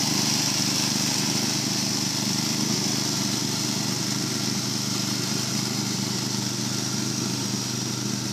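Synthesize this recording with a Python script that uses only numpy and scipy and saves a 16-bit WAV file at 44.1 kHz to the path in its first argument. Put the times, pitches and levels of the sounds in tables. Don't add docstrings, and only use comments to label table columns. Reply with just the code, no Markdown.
import sys
import numpy as np
from scipy import signal
from scipy.fft import rfft, irfft
from scipy.io import wavfile
from scipy.ndimage import uniform_filter1d

SR = 44100
rng = np.random.default_rng(int(sys.argv[2]) if len(sys.argv) > 2 else 0)


def store_pcm(level_fs):
    pcm = np.round(np.clip(level_fs, -1, 1) * 32767).astype(np.int16)
    wavfile.write(sys.argv[1], SR, np.atleast_2d(pcm).T)


N = 366912

START_M, PACE_M_PER_S = 5.83, 0.76
PULSE_DB, RUMBLE_DB, ROAR_DB = -29.5, -34, -25.5
PULSE_FALL, RUMBLE_FALL, ROAR_FALL = 0.37, 0.06, 0.92


def gain_of(db):
    return 10 ** (np.asarray(db) / 20)


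def evened(x):
    return x / np.sqrt(np.mean(x ** 2) + 1e-20)


def read(points, hz):
    f, value = np.transpose(points)
    return np.interp(np.log(hz + 1), np.log(f + 1), value)


def coloured(x, points):
    gain = gain_of(read(points, np.fft.rfftfreq(N, 1 / SR)))
    return irfft(rfft(x) * gain, N)


def way_gone():
    return np.arange(N) / N


def staged(values, away):
    return np.interp(away, (.1, .6, .9), values)


def heard_db(start_db, fall):
    distance_ratio = 1 + PACE_M_PER_S * np.arange(N) / SR / START_M
    return start_db - fall * 20 * np.log10(distance_ratio)


def speed():
    # (t/s, f/Hz in engine cycles)
    hunting = [(0.0, 25.68), (0.32, 24.66), (1.15, 25.13), (1.33, 25.66), (2.16, 24.79), (2.76, 25.89),
               (3.32, 24.88), (3.78, 25.55), (4.0, 25.14), (4.22, 25.69), (4.95, 24.65), (5.53, 25.56),
               (5.81, 25.14), (6.54, 25.02), (7.24, 25.47), (7.52, 24.92), (8.08, 25.11), (8.32, 24.82)]
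    s, hz = np.transpose(hunting)
    return np.interp(np.arange(N) / SR, s, hz)


def cycles():
    return -.129 + np.cumsum(speed()) / SR


def strokes(place, spread_db, jitter_ms):
    done = cycles()
    turn = np.arange(-1, int(done[-1]) + 1)
    lateness, size = rng.standard_normal((len(turn), 2)).T
    at = np.interp(turn + place, done, np.arange(N), left=-N, right=-N)
    at = at + lateness * jitter_ms * SR / 1000
    inside = (at >= 0) & (at < N - 1)
    clicks = np.zeros(N)
    clicks[at[inside].astype(int)] = gain_of(spread_db * size[inside])
    return clicks


def rumble():
    # (f/Hz, relative level/dB per Hz)
    churn = [(30, -47), (75, -28), (100, -16), (140, -12), (180, 2), (215, -1), (260, -5.5), (310, -3),
             (370, -6), (430, -14), (480, -21.5), (800, -62)]
    usual_hz, db_per_hz = 25.3, 3
    lumps = evened(uniform_filter1d(rng.standard_normal(N), size=3000))
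    db = heard_db(RUMBLE_DB, RUMBLE_FALL)
    db += db_per_hz * (speed() - usual_hz)
    db += 1.2 * lumps
    return gain_of(db) * evened(coloured(rng.standard_normal(N), churn))


def throb(band):
    # (place in the cycle 0-1, rise/ms, decay/ms, peak level over the bed/dB in the four
    # bands around f/Hz 900, 2500, 5500 and 11000, level change by the end of the walk/dB)
    bursts = [(.39, .6, 2.4, -3, 0, -1, 3, -2.5), (.69, .5, 1, 3, -8, -8, -12, -1),
              (.77, .8, 2.2, -3, .5, -1, 1.5, .5), (.02, .8, 1.8, -1, -8, -9, -9, 0)]
    ms = np.arange(1200) / SR * 1000
    power = np.ones(N)
    for place, rise_ms, decay_ms, *dbs, fade_db in bursts:
        shape = (1 - np.exp(-ms / rise_ms)) * np.exp(-ms / decay_ms)
        hits = strokes(place - .02, spread_db=3, jitter_ms=.25)
        burst_power = gain_of(2 * (dbs[band] + fade_db * way_gone()))
        power += burst_power * signal.oaconvolve(hits, shape / shape.max())[:N]
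    return power / uniform_filter1d(power, size=SR // 2)


def roar():
    band_edges = (1500, 4000, 7800)
    # (f/Hz, relative level/dB per Hz)
    near_colour = [(300, -26), (480, -4), (800, 2.5), (1300, -6.5), (1700, -1.5), (2950, -0.5), (3700, 0),
                   (5500, 8.5), (6600, 3), (9000, -7), (10150, -16.5), (10700, -9.5), (12200, -13.5),
                   (15300, -15)]
    # (f/Hz, relative level/dB per Hz)
    far_colour = [(300, -19), (480, -1.5), (800, 1.5), (1300, 2), (1700, -3), (2950, -1.5), (3700, 2.5),
                  (5500, 7.5), (6600, 4.5), (9000, -6), (10150, -15.5), (10700, -12), (12200, -11.5),
                  (15300, -17)]
    # (f/Hz, width/Hz, boost/dB near, midway, far)
    panels = [(660, 40, 3.3, 2.9, 4.1), (830, 40, 3.3, 3.6, 3.4), (910, 40, 3.7, 4.7, 5.3),
              (1020, 60, 5.6, 0.0, 0.0), (1190, 60, 1.1, 5.4, 0.0), (1375, 60, 3.8, 10.4, 8.6),
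              (1560, 50, 1.7, 0.0, 3.7), (1990, 120, 2.4, 5.2, 3.3), (2150, 80, 1.7, 4.9, 1.3),
              (2550, 90, 2.5, 0.0, 3.8), (2700, 60, 4.9, 0.0, 3.4), (3150, 70, 1.4, 2.0, 2.3),
              (3380, 120, 3.3, 2.5, 0.8), (3980, 120, 0.8, 1.8, 0.0), (4280, 200, 3.1, 4.1, 0.6),
              (5000, 120, 3.3, 1.6, 4.0), (5220, 200, 1.7, 5.9, 0.0), (5570, 120, 1.1, 0.0, 2.4),
              (5760, 200, 2.4, 0.0, 6.9), (5930, 200, 2.7, 4.3, 1.7), (9400, 250, 1.7, 1.1, 1.1),
              (11300, 700, 1.5, 4.0, 2.0), (12700, 400, 4.0, 3.7, 2.8), (13650, 200, 6.9, 2.8, 2.4)]
    # (t/s, level/dB)
    snow_depth = [(0, 0.45), (.9, 0.4), (2, -.6), (2.8, .3), (4.3, -.5), (5.4, 1), (6.2, -.3), (7.3, 0.5),
                  (8.32, -0.5)]

    band_of = np.searchsorted(band_edges, np.fft.rfftfreq(N, 1 / SR))
    air = rng.standard_normal(N)
    clots = evened(uniform_filter1d(rng.standard_normal(N), size=1200))
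    air *= gain_of(0.61 * clots)
    air = irfft(sum(rfft(air * np.sqrt(throb(k))) * (band_of == k) for k in range(4)), N)

    hz, t, frames = signal.stft(air, SR, nperseg=2048, noverlap=1536)
    hz, away = hz[:, None], t * SR / N
    db = read(near_colour, hz) * (1 - away) + read(far_colour, hz) * away
    for f, width, *boosts in panels:
        db += staged(boosts, away) / (1 + (2 * (hz - f) / width) ** 2)
    patches = rng.standard_normal((len(t), len(hz))).T
    patches = uniform_filter1d(patches, size=5, axis=0)
    patches = uniform_filter1d(patches, size=40, axis=1)
    db += 1.4 * evened(patches)
    colour = gain_of(db)
    colour = colour / np.sqrt((colour ** 2).mean(axis=0))
    noise = signal.istft(frames * colour, SR, nperseg=2048, noverlap=1536)[1][:N]

    swell_db = np.interp(np.arange(N) / SR, *np.transpose(snow_depth))
    return gain_of(heard_db(ROAR_DB, ROAR_FALL) + swell_db) * noise


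def knocks():
    # (place in the cycle 0-1, f/Hz, t60/s, rise/ms,
    # level/dB near, midway, far, before rise and decay shape the ring)
    valve_gear = [(.4, 5600, .012, .2, -16, -24, -28), (.67, 870, .016, 1, -27, -33, -35),
                  (.005, 640, .025, 1, -32, -35, -36), (.365, 910, .018, 1, -31, -37, -40)]
    t, out = np.arange(2000) / SR, np.zeros(N)
    for place, hz, t60, rise_ms, *dbs in valve_gear:
        ring = gain_of(-60 * t / t60) * np.sin(2 * np.pi * hz * t)
        ring *= 1 - np.exp(-1000 * t / rise_ms)
        hits = strokes(place, spread_db=2, jitter_ms=.06) * gain_of(staged(dbs, way_gone()))
        out += signal.oaconvolve(hits, ring)[:N]
    return out


def pulses():
    # (place in the cycle 0-1, sign, relative level/dB near, far)
    pressure = [(.791, 1, 0, 0), (.086, -1, -.8, -1.1), (.41, 1, -16, -11)]
    # (f/Hz, relative level/dB)
    near_pipe = [(60, -56), (80, -34), (100, -6), (125, -5), (150, 2.5), (210, -1.5), (290, -1), (360, -14),
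                 (460, -48), (560, -30), (700, -26), (1100, -52)]
    # (f/Hz, relative level/dB)
    far_pipe = [(60, -52), (80, -32), (100, -3), (125, 1.1), (150, -3.5), (210, -0.5), (290, -8),
                (360, -10.5), (460, -29.5), (560, -32), (700, -28), (1100, -50)]
    away, train = way_gone(), np.zeros(N)
    for place, sign, near_db, far_db in pressure:
        gain = gain_of(near_db + (far_db - near_db) * away)
        train += sign * gain * strokes(place, spread_db=1.1, jitter_ms=0.033)
    near, far = evened(coloured(train, near_pipe)), evened(coloured(train, far_pipe))
    return gain_of(heard_db(PULSE_DB, PULSE_FALL)) * ((1 - away) * near + away * far)


def scene():
    return (rumble() + roar() + knocks() + pulses())[None]


def record(dry):
    edge_hz = 15260
    lowpass = signal.firwin(1023, edge_hz, window=("kaiser", 9), fs=SR)
    return signal.oaconvolve(dry, lowpass[None], "same")


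dry = scene()
out = record(dry)
store_pcm(out)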